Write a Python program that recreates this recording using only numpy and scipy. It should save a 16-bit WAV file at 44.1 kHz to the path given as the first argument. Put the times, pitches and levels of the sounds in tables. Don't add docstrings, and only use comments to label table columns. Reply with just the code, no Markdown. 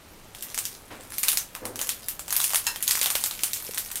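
import sys
import numpy as np
from scipy import signal
from scipy.fft import rfft, irfft, next_fast_len
from scipy.io import wavfile

SR = 44100
rng = np.random.default_rng(int(sys.argv[2]) if len(sys.argv) > 2 else 0)


def transcribe(u):
    v = np.clip(np.atleast_2d(u).T, -1, 1)
    q = np.round(v * 32767).astype(np.int16)
    wavfile.write(sys.argv[1], SR, q)


N = 176400

# (time [s], level [dB], body relative to the mids [dB], pitch [Hz])
CREASE_SNAPS = [(0.3488,-32.5,1,3400),(.425,-25.5,-12,13300),(0.545,-23.5,-4,5900),(0.5776,-19.5,-0.5,7500),
                (0.5881,-19.5,-12,8650),(.6537,-20.5,-16,5700),(1.183,-18.5,-15,12800),(1.232,-17,-4,9100),
                (1.236,-16.5,-6,2280),(1.2836,-11.5,-10,3640),(1.2874,-14,-14,10400),(1.3174,-17.5,-18,10800),
                (1.331,-22,2,11600),(1.373,-13,-6,6240),(1.551,-25.5,11,2700),(1.654,-23.5,8.5,9200),
                (1.758,-26.5,-2,6250),(1.792,-23,4,3000),(1.8147,-18,0.5,6940),(1.871,-27,2,10800),
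                (1.892,-15,-6.5,3560),(2.085,-19,-11,13300),
                (2.194,-25.5,-2,7700),(2.281,-27,4.5,7300),(2.306,-21,0,6600),(2.3262,-15.5,0,10700),
                (2.365,-12.5,-7,13500),(2.402,-16.5,-2.5,3900),(2.442,-13.5,-12.5,9600),(2.505,-23,4,10400),
                (2.5345,-19,6,8900),(2.546,-13,-2.5,10300),(2.558,-13,-7,10800),(2.6679,-15,-11,6800),
                (2.76,-24.5,3,3160),(2.826,-17,-15,10900),(2.8786,-12,-28,6600),(2.91,-11.5,-11,4800),
                (3.014,-14.5,-4,3450),(3.03,-16,-2.5,13300),(3.0594,-14,1.5,3500),(3.103,-16.5,2,9350),
                (3.154,-14,0,3050),(3.239,-15,-5,7650),(3.261,-20,-5,13500),(3.311,-22.5,2.5,4120),
                (3.435,-13,-8,9600),(3.533,-18,-24,7540),(3.746,-25,-3.5,9050),(3.776,-22.5,-3,3730),
                (3.7803,-18.5,-10,12100),(3.916,-26.5,-6,13500),(3.957,-20,-5.5,8900)]
# (time [s], level [dB])
CRACKLE_RIDE = [(.3,-65.5),(.4,-46),(.56,-50.5),(.74,-45.5),(.8,-63),(1.1,-53),(1.125,-35.5),(1.175,-51.5),(1.32,-38),(1.46,-57.5),(1.73,-61),(1.81,-42),(2,-51),(2.25,-55),(2.37,-33),(2.79,-48.5),(2.9,-31.5),(3.3,-41.5),(4,-46)]
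# (frequency [Hz], gain [dB])
CRACKLE_EQ = [(300, -34), (1000, -6.5), (3000, -2.5)]
# (time [s], level [dB], pitch [Hz])
FOB_TAPS = [(2.953, -15.5, 2050), (3.0143, -31, 526), (3.154, -25, 580), (3.4326, -36, 347),
            (3.692, -28, 485)]
# (time [s], level [dB])
CLINK_HITS = [(2.666, -30), (2.6725, -27)]
# (frequency [Hz], level [dB])
FOB_MODES = [(950, -4), (1640, -6.5), (1836, -3), (2700, -0.5), (4081, -0.5), (5240, 1)]
# (time [s], level [dB], attack [s], T60 [s], high cut [Hz])
DISTANT_BLOWS = [(.903, -39, 0.0031, 0.54, 1940), (1.61, -31.5, 0.034, 0.56, 720)]
# (frequency [Hz], gain [dB])
BLOW_EQ = [(70, -26), (100, 13), (150, -23), (230, 8.5), (680, 2.5)]
# (frequency [Hz], T60 [s])
REVERB_DECAY = [(400, 0.28), (10000, .19)]
# (frequency [Hz], gain [dB])
REVERB_EQ = [(1200, -0.5), (4000, -3), (9000, 1.5)]
# (frequency [Hz], gain [dB])
ROOM_TONE_EQ = [(12, -20), (20, 3.5), (70, -4), (600, -9.5), (14700, -28)]
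# (frequency [Hz], gain [dB])
MIC_EQ = [(8200, 1), (9200, 3.5), (9800, -1), (10700, 3.5), (11700, -0.5), (13000, 3), (14500, 1.5),
          (15600, -4)]

TOP_HZ, PREDELAY_S = 15780, .002


def crease(body_db, pitch_hz, length_s, scratch=1, size=512):
    def tone(hz):
        octaves = np.log2((hz + 1) / pitch_hz)
        body = along([(1000, body_db), (2800, 0)], hz)
        bulge = 2.5 * np.exp(-(octaves / .69) ** 2)
        tip = 5.5 / (1 + (octaves / .089) ** 2)
        low_cut = hz ** 3 / np.sqrt(hz ** 6 + 700 ** 6)
        return amp(body + bulge + tip) * low_cut / np.sqrt(1 + (hz / TOP_HZ) ** 20)

    t = np.arange(size) / SR
    push = scratch * rng.standard_normal(size) * np.exp(-(t / length_s) ** 2)
    push[0] += rng.choice([-1, 1])
    click = coloured(push, tone)
    return click / np.linalg.norm(click) * np.sqrt(SR / 1000)


def snaps(snap_s=.0012, follower_db=-13.5, max_lag_s=.016):
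    out = np.zeros(N)
    for s, db, body_db, pitch_hz in CREASE_SNAPS:
        followers = [(s + lag, db + follower_db, snap_s / 2) for lag in rng.random(2) * max_lag_s]
        for start, level_db, length_s in [(s, db, snap_s)] + followers:
            add(out, start, amp(level_db) * crease(body_db, pitch_hz, length_s))
            send = amp(level_db) * crease(body_db, pitch_hz, length_s, scratch=0)
            add(out, start + PREDELAY_S, reverb(send))
    return out


def crackles(per_s=450, spread_db=8, body_spread_db=4, pitch_hz=6500, length_s=.00044):
    bed, wet = np.zeros(N), np.zeros(N)
    count = int(per_s * N / SR)
    times = rng.uniform(0, N / SR, count)
    variations = np.clip(rng.standard_normal((count, 3)), -2, 2)
    for s, (size, body, octaves) in zip(times, variations):
        click = crease(body_spread_db * body, pitch_hz * 2 ** octaves, length_s)
        add(bed, s, amp(spread_db * size) * click)
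    bed = unit(coloured(bed, lambda hz: amp(along(CRACKLE_EQ, hz))))
    bed *= amp(np.interp(np.arange(N) / SR, *np.transpose(CRACKLE_RIDE)))
    for i in range(0, N, SR // 4):
        add(wet, i / SR + PREDELAY_S, reverb(bed[i:i + SR // 4]))
    return bed + wet


def key_fob(tap_t60_cycles=11, clink_t60_s=.026):
    out, t = np.zeros(N), np.arange(SR // 4) / SR
    ring = lambda hz, t60: np.sin(2 * np.pi * hz * t) * np.exp(-np.log(1000) * t / t60)
    for s, db, hz in FOB_TAPS:
        add(out, s, amp(db) * ring(hz, tap_t60_cycles / hz))
    for s, level_db in CLINK_HITS:
        modes = [rng.choice([-1, 1]) * amp(db) * ring(hz, clink_t60_s) for hz, db in FOB_MODES]
        clink = amp(level_db) * sum(modes)
        add(out, s, clink)
        add(out, s + PREDELAY_S, 2 * reverb(clink))
    return out


def distant_blows(boom_hz=509, boom_width_hz=44, boom_t60_s=.67):
    out, t = np.zeros(N), np.arange(SR) / SR
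    swell = lambda attack, t60: (1 - np.exp(-t / attack)) * np.exp(-np.log(1000) * t / t60)
    noise = lambda gain: unit(coloured(rng.standard_normal(SR), gain))
    for s, db, attack, t60, cut_hz in DISTANT_BLOWS:
        blow = noise(lambda hz: amp(along(BLOW_EQ, hz)) / np.sqrt(1 + (hz / cut_hz) ** 4))
        boom = noise(lambda hz: 1 / (1 + (2 * (hz - boom_hz) / boom_width_hz) ** 2))
        boom *= amp(-2) * boom_hz / cut_hz
        add(out, s, amp(db) * (blow * swell(attack, t60) + boom * swell(2 * attack, boom_t60_s)))
    return out


def reverb(send):
    hz, t, spectrum = signal.stft(rng.standard_normal(SR // 3), SR, nperseg=256)
    t60 = along(REVERB_DECAY, hz)[:, None]
    gain = amp(along(REVERB_EQ, hz))[:, None] * np.sqrt(2 * np.log(1000) / (t60 * SR))
    _, tail = signal.istft(spectrum * gain * np.exp(-np.log(1000) * t / t60), SR, nperseg=256)
    return signal.fftconvolve(send, tail)


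def room_tone(air_db=-50.5, fade_db_per_s=.13, hum_hz=101.7, hum_db=-63.5):
    t = np.arange(N) / SR
    air = unit(coloured(rng.standard_normal(N), lambda hz: amp(along(ROOM_TONE_EQ, hz))))
    hum = amp(hum_db) * np.sin(2 * np.pi * hum_hz * t)
    return amp(air_db - fade_db_per_s * t) * air + hum


def amp(db):
    return 10 ** (np.asarray(db) / 20)


def unit(x):
    return x / np.sqrt(np.mean(x ** 2) + 1e-20)


def along(points, hz):
    f, v = np.transpose(points)
    return np.interp(np.log(hz + 1), np.log(f + 1), v)


def add(track, s, sound):
    part = track[max(round(s * SR), 0):][:len(sound)]
    part += sound[:len(part)]


def coloured(x, gain):
    m = 2 * next_fast_len(len(x))
    cep = irfft(np.log(np.maximum(gain(np.fft.rfftfreq(m, 1 / SR)), 1e-6)), m)
    cep[1:m // 2] *= 2
    cep[m // 2 + 1:] = 0
    return irfft(rfft(x, m) * np.exp(rfft(cep)), m)[:len(x)]


def scene():
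    return (snaps() + crackles() + key_fob() + distant_blows() + room_tone())[None]


def record(dry, ceiling=.8):
    rippled = coloured(dry[0], lambda hz: amp(along(MIC_EQ, hz)))
    rounded = rippled / (1 + (rippled / ceiling) ** 4) ** (1 / 4)
    passband = np.fft.rfftfreq(2 * N, 1 / SR) < TOP_HZ
    return irfft(rfft(rounded, 2 * N) * passband)[None, :N]


dry = scene()
out = record(dry)
transcribe(out)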